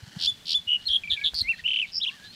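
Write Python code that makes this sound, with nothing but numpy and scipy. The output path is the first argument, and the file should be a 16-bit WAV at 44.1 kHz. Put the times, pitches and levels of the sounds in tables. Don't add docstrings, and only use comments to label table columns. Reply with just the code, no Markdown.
import sys
import numpy as np
from scipy import signal
from scipy.fft import rfft, irfft
from scipy.io import wavfile
from scipy.ndimage import uniform_filter1d

SR = 44100
rng = np.random.default_rng(int(sys.argv[2]) if len(sys.argv) > 2 else 0)


def volts(x):
    e = np.asarray(x, float) / 20
    return 10 ** e


def inscribe(sig):
    pcm = np.round(np.clip(np.atleast_2d(sig).T, -1, 1) * 32767)
    wavfile.write(sys.argv[1], SR, pcm.astype(np.int16))


N = 103635

# (frequency [Hz], spectrum level [dB])
AIR_SPECTRUM = [(25, -9), (190, -2), (330, -15), (1300, -19), (3500, -13), (15600, -33)]
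# (time [s], pitch [Hz], level [dB])
WIND_THUMPS = [(.036, 105, -35), (.080, 150, -39), (.171, 160, -28), (.905, 55, -42), (1.345, 55, -40),
               (1.13, 80, -40), (1.42, 85, -34), (.26, 70, -46), (.285, 140, -46), (.325, 110, -46),
               (.59, 70, -48), (.675, 90, -47), (1.10, 170, -44), (1.25, 60, -46), (1.425, 200, -42),
               (1.46, 50, -43), (1.50, 100, -47), (1.63, 80, -48)]
# (time [s], level [dB])
RUSTLE_LEVEL = [(0, -56), (.08, -57), (.2, -51), (.3, -66), (.75, -72), (.8, -59), (1.0, -61), (1.1, -68),
                (2.05, -69), (2.15, -60), (2.35, -64)]
# (centre [Hz], width [Hz], level [dB])
STALK_MODES = [(300, 140, -9), (850, 300, -17), (1700, 600, -6), (3000, 500, -5), (4100, 900, -7)]
# (time [s], centre [Hz], level [dB], decay [s])
TWIG_SNAP = [
    (1.336, 700, -40, .002),
    (1.342, 8000, -42, .006),
    (1.348, 2200, -46, .005),
]

SWEEP = .0098, [2680, 2880, 3400, 4250, 6000, 4700, 3500, 2950, 2700], [-14, -10, -5, -1, -16, 2, -6, -11,
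         -15]
WHISTLE = .043, [2850, 3330, 3470, 3500, 3500, 3490, 3480, 3460, 3440], [-14, -6, -2, 0, -2, -4, -3, -6,
           -22]
PULSE = .0122, [3080, 2960, 2920, 2920, 2900, 2780], [-9, 0, 0, -1, -1, -2, -10]
LEAD_IN = .018, [2900, 2900, 2900, 2800], [-24, -14, -5, 0, -3]
HIGH_LEAD = .029, [4050, 4150, 4200, 4250, 4280, 4250, 3500], [-20, -15, -14, -12, -4, -2, 0, -4, -2]
DIP_PULSE = .0134, [4100, 3500, 3100, 3250, 3380, 3300, 3180, 3020], [-14, -2, -7, 0, -1, 0, -4, -12]
CHUCK = .030, [2550, 2340, 2310, 2320, 2320], [0, -4, -4, -5, -15, -10, -12, -18]
SLIDE = .012, [4300, 4000, 3750, 3500, 3430, 3200], [-16, -10, -4, -2, -3, 0, -8]
FLICK = .0052, [4300, 3750, 3450, 3180, 3000], [-11, -2, 0, -6, -11]
CLOSE = .0135, [3400, 4100, 4050, 4150, 4300, 4300, 4050], [-12, -3, -6, -4, -9, -2, -1, 0, -6]
TICK = .0034, [5100, 4750, 4450, 4000, 3500], [-14, -1, 0, -8, -11, -16]
ARCH = .103, [2050, 2080, 2100, 2170, 2330, 2720, 2740, 2640, 2150], [-30, -23, -18, -15, -10, 0, -4, -5,
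        -20]
LOW = .017, [2000, 1840, 1820], [1, 0, -8]
RISE = .034, [2650, 2720, 2900, 3120], [-22, -12, -6, 0, -8]
TRILL_DOWN = .0066, [3300, 3050, 2820, 2680, 2580], [-12, -3, -1, 0, -13]
TRILL_UP = .0048, [2480, 2700, 3000, 3250], [-15, -11, -7, 0, -8]
TRILL_HOLD = .0135, [2950, 3020, 3050, 3100, 3100], [-4, 0, -2, -3, -3, -6, -13]
FALL = .034, [2450, 2700, 2480, 2400, 2330, 2220, 2100], [-16, 0, -5, -9, -10, -14, -12, -16, -22]
HOOK = .009, [4400, 5100, 5500, 5350, 4950, 4900, 4900], [-10, 0, -16, -1, -1, -4, -14]
HOOK_END = .010, [5400, 5400, 5000], [-8, 0, -3, -2]
UP = .032, [2900, 3050, 3150, 3250, 3550, 3750, 3850, 4100], [-14, -11, -9, -8, 0, -1, -2, -1, -10]
DOWN = .014, [4700, 3650, 3350, 3280, 3180, 2950], [-14, 0, -3, 0, 0, -4, -14]
UP_LOW = .028, [2300, 2500, 2680, 2870, 3050, 3250, 3650], [-18, -12, -10, -4, 0, -2, -1, 0, -14]
DOWN_LOW = .023, [3900, 3050, 2880, 2800, 2700, 2500, 2200, 2400], [-12, 0, -4, -3, -6, -16, -20, -24]
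FAR_WHISTLE = .175, [1550, 1870, 1730, 1600, 1640, 1690, 1715, 1550], [-8, -4, -7, -3, 0, -12]
FAR_RISE = .12, [3650, 4030, 4150, 4400, 4600], [-4, 0, -10]
FAR_LOW = .085, [1000, 1050, 1120, 1200], [-6, 0, -2, -6]
FAR_CHIP = .016, [1400, 1750, 1800], [-6, 0, -3]
FAR_PEEP = .02, [5600, 5750], [0, -4]

# (gesture, time [s], level [dB], pitch factor [1] if given)
FAR_CALLS = [(FAR_WHISTLE, 1.108, -47), (FAR_WHISTLE, 2.12, -52), (FAR_RISE, 2.24, -51),
             (FAR_RISE, 1.50, -55), (FAR_LOW, 2.07, -59), (FAR_PEEP, .912, -50),
             (FAR_PEEP, 1.43, -53, 1.04), (FAR_CHIP, 2.108, -50), (FAR_CHIP, 1.580, -53)]
# (time [s], level [dB])
FAR_CHURRS = [(.80, -52), (1.17, -52), (1.56, -50), (1.72, -52), (1.855, -50), (2.09, -50), (2.225, -50),
              (2.315, -50)]
OVERTONES = -36, -42
# (gesture, time [s], level [dB], pitch factor [1] and overtones [dB] if given)
SINGLE_NOTES = [(WHISTLE, .267, -17.5, 1., (-33, -38)), (WHISTLE, .540, -17, 1., (-33, -38)),
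                (TICK, .8848, -34, 1.1), (LEAD_IN, .669, -25), (HIGH_LEAD, .854, -22, 1., (-28, -36)),
                (CHUCK, 1.035, -30), (CHUCK, 1.0745, -30), (FLICK, 1.0985, -33, 1.05), (SLIDE, 1.1015, -20),
                (LOW, 1.165, -39, 1.25), (CHUCK, 1.1735, -29, .97), (CHUCK, 1.213, -29, .96),
                (FLICK, 1.237, -30), (SLIDE, 1.2405, -19), (CLOSE, 1.4065, -18, 1., (-24, -28)),
                (LOW, 1.533, -38), (LOW, 1.592, -39), (FALL, 1.822, -21), (HOOK_END, 1.978, -22),
                (DOWN, 2.032, -24), (TRILL_DOWN, 2.046, -25, 1.08), (UP_LOW, 2.054, -25),
                (DOWN_LOW, 2.0825, -24)]
# (gesture, overtones [dB], (time [s], level [dB], flutter [Hz], flutter length [s], depth [0-1]))
FLUTTERED_SLURS = [
    (ARCH, (-43, -52, -48), (1.429, -20.5, 250, .054, .25)),
    (RISE, (-46, -50), (1.638, -19, 270, .020, .8)),
    (UP, (-46, -50), (2.000, -25, 270, .020, .9)),
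]
# (gesture, overtones [dB], first time [s], period [s], level of each repeat [dB])
TRAINS = [(SWEEP, (-23, -31), .1852, .0117, [-36, -29, -24, -21, -19, -19, -19]), (SWEEP, (-23, -31),
          .4535, .0122, [-35, -30, -26, -22, -20, -20, -20]), (PULSE, (-45, -48),
          .6885, .0134, [-21, -21, -19, -19, -19, -24]), (DIP_PULSE, (-43, -35),
          .8850, .0143, [-25, -21, -20, -19, -19, -18]), (FLICK, (-37, -36),
          1.115, .0062, [-18, -19, -20, -19, -23, -26]), (FLICK, (-37, -36),
          1.2535, .0062, [-20, -17, -18, -18, -20, -25]), (TICK, (-20, -32),
          1.3436, .0063, [-24, -23, -23, -23, -22, -21, -21, -18, -18, -21]), (HOOK, (-36, -40),
          1.919, .0115, [-42, -33, -28, -25, -22]), (TRILL_DOWN, (-39, -50),
          1.6752, .0278, [-20, -21, -23, -19, -21, -23]), (TRILL_UP, (-40, -48),
          1.6828, .0277, [-21, -19, -19, -21, -20]), (TRILL_HOLD, (-46, -48),
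          1.6868, .0277, [-21, -21, -23, -22, -22])]


def unit(x):
    return x / np.sqrt(np.mean(x ** 2))


def band(x, hz, width_hz):
    low = max(hz - width_hz / 2, hz / 6)
    high = min(low + width_hz, .45 * SR)
    return signal.sosfilt(signal.butter(2, [low, high], "band", fs=SR, output="sos"), x)


def walk(rate_hz):
    k = int(SR / rate_hz)
    smooth = uniform_filter1d(rng.standard_normal(N), k)
    return unit(uniform_filter1d(smooth, k))


def wind(t):
    f = np.fft.rfftfreq(N, 1 / SR) + 1
    hz, level_db = np.array(AIR_SPECTRUM).T
    colour = volts(np.interp(np.log(f), np.log(hz), level_db))
    hiss = unit(irfft(rfft(rng.standard_normal(N)) * colour, N))
    bass = signal.sosfiltfilt(signal.butter(2, 130, fs=SR, output="sos"), hiss)
    gusty_bass = bass * volts(-4 + 4.5 * walk(9))
    flickering_hiss = (hiss - bass) * volts(1.3 * walk(8))
    out = volts(-54) * (gusty_bass + flickering_hiss)
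    for at, hz, db in WIND_THUMPS:
        swell = np.exp(-((t - at) * hz / .8) ** 2)
        out += volts(db) * swell * np.sin(2 * np.pi * hz * (t - at) + 6 * rng.random())
    return out


def stalks(t):
    grains = rng.standard_normal(N) * volts(3.0 * walk(400))
    scrape = unit(band(grains, 2800, 5000))
    hollow = sum(volts(db) * unit(band(grains, hz, width)) for hz, width, db in STALK_MODES)
    out = (scrape + hollow) * volts(np.interp(t, *np.array(RUSTLE_LEVEL).T))
    for at, hz, db, decay_s in TWIG_SNAP:
        burst = unit(band(rng.standard_normal(N), hz, 1.6 * hz))
        out += volts(db) * burst * (t > at) * np.exp(-np.abs(t - at) / decay_s)
    return out


def syrinx(out, shape, at, db, pitch=1., over_db=OVERTONES, flutter=None):
    edge_s, rasp_db, beak_db_per_khz = .0015, 5, -5
    length, hz, rel_db = shape
    t = np.arange(0, length, 1 / SR)

    def path(points):
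        return uniform_filter1d(np.interp(t, np.linspace(0, length, len(points)), points), size=25)

    phase = 2 * np.pi * (np.cumsum(path(hz)) * pitch / SR + rng.random())
    to_edge = np.minimum(t, length - t) / min(edge_s, length / 4)
    env = volts(db + path(rel_db)) * np.sin(np.pi / 2 * np.clip(to_edge, 0, 1)) ** 2
    if flutter:
        flutter_hz, lasts_s, depth = flutter
        dip = np.clip((lasts_s - t) / .006, 0, min(depth, 1))
        env = env * (1 - dip * np.cos(np.pi * flutter_hz * t) ** 2)
    overtones = sum(volts(o) * np.sin((k + 2) * phase) for k, o in enumerate(over_db))
    rasp = volts(rasp_db * 5 * uniform_filter1d(rng.standard_normal(len(t)), size=25))
    beak = volts(beak_db_per_khz * (path(hz) / 1000 - 3))
    y = np.sqrt(2) * env * (np.sin(phase) + beak * overtones * rasp)
    i = int(at * SR)
    out[i:i + len(y)] += y[:N - i]


def far_birds(t):
    out = np.zeros(N)
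    for call in FAR_CALLS:
        syrinx(out, *call, over_db=())
    out = out * volts(2.5 * walk(90))
    throb = 1 + .7 * np.sin(2 * np.pi * 150 * t)
    churr_s = .065
    for at, db in FAR_CHURRS:
        swell = np.sin(np.pi * np.clip((t - at) / churr_s, 0, 1))
        out += volts(db) * swell * throb * unit(band(rng.standard_normal(N), 3700, 1500))
    return out


def tail(db, t60_s, gap_s):
    t = np.arange(int(.7 * SR)) / SR
    h = rng.standard_normal(len(t)) * volts(-60 * t / t60_s) * (t > gap_s)
    return volts(db) * h / np.sqrt(np.sum(h ** 2))


def bunting():
    out = np.zeros(N)
    for shape, over_db, first, period, levels in TRAINS:
        for k, db in enumerate(levels):
            pitch = 1 + .006 * rng.standard_normal()
            syrinx(out, shape, first + k * period, db, pitch, over_db)
    for note in SINGLE_NOTES:
        syrinx(out, *note)
    for shape, over_db, (at, db, *flutter) in FLUTTERED_SLURS:
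        syrinx(out, shape, at, db, 1., over_db, flutter)
    out = out * volts(.5 * walk(300))
    leaves = band(tail(-7, .045, .002), 4900, 3200) + band(tail(-6, .06, .002), 9500, 6000)
    twigs = tail(-13, .10, .002)
    slope = tail(-24, .5, .01)
    return out + signal.fftconvolve(out, leaves + twigs + slope)[:N]


def scene():
    t = np.arange(N) / SR
    return (wind(t) + stalks(t) + far_birds(t) + bunting())[None]


def band_limit(x):
    return signal.sosfilt(signal.butter(12, 15740, fs=SR, output="sos"), x)


def record(dry):
    x = signal.sosfilt(signal.ellip(8, .2, 70, 15600, fs=SR, output="sos"), dry)
    return band_limit(x)


dry = scene()
out = record(dry)
inscribe(out)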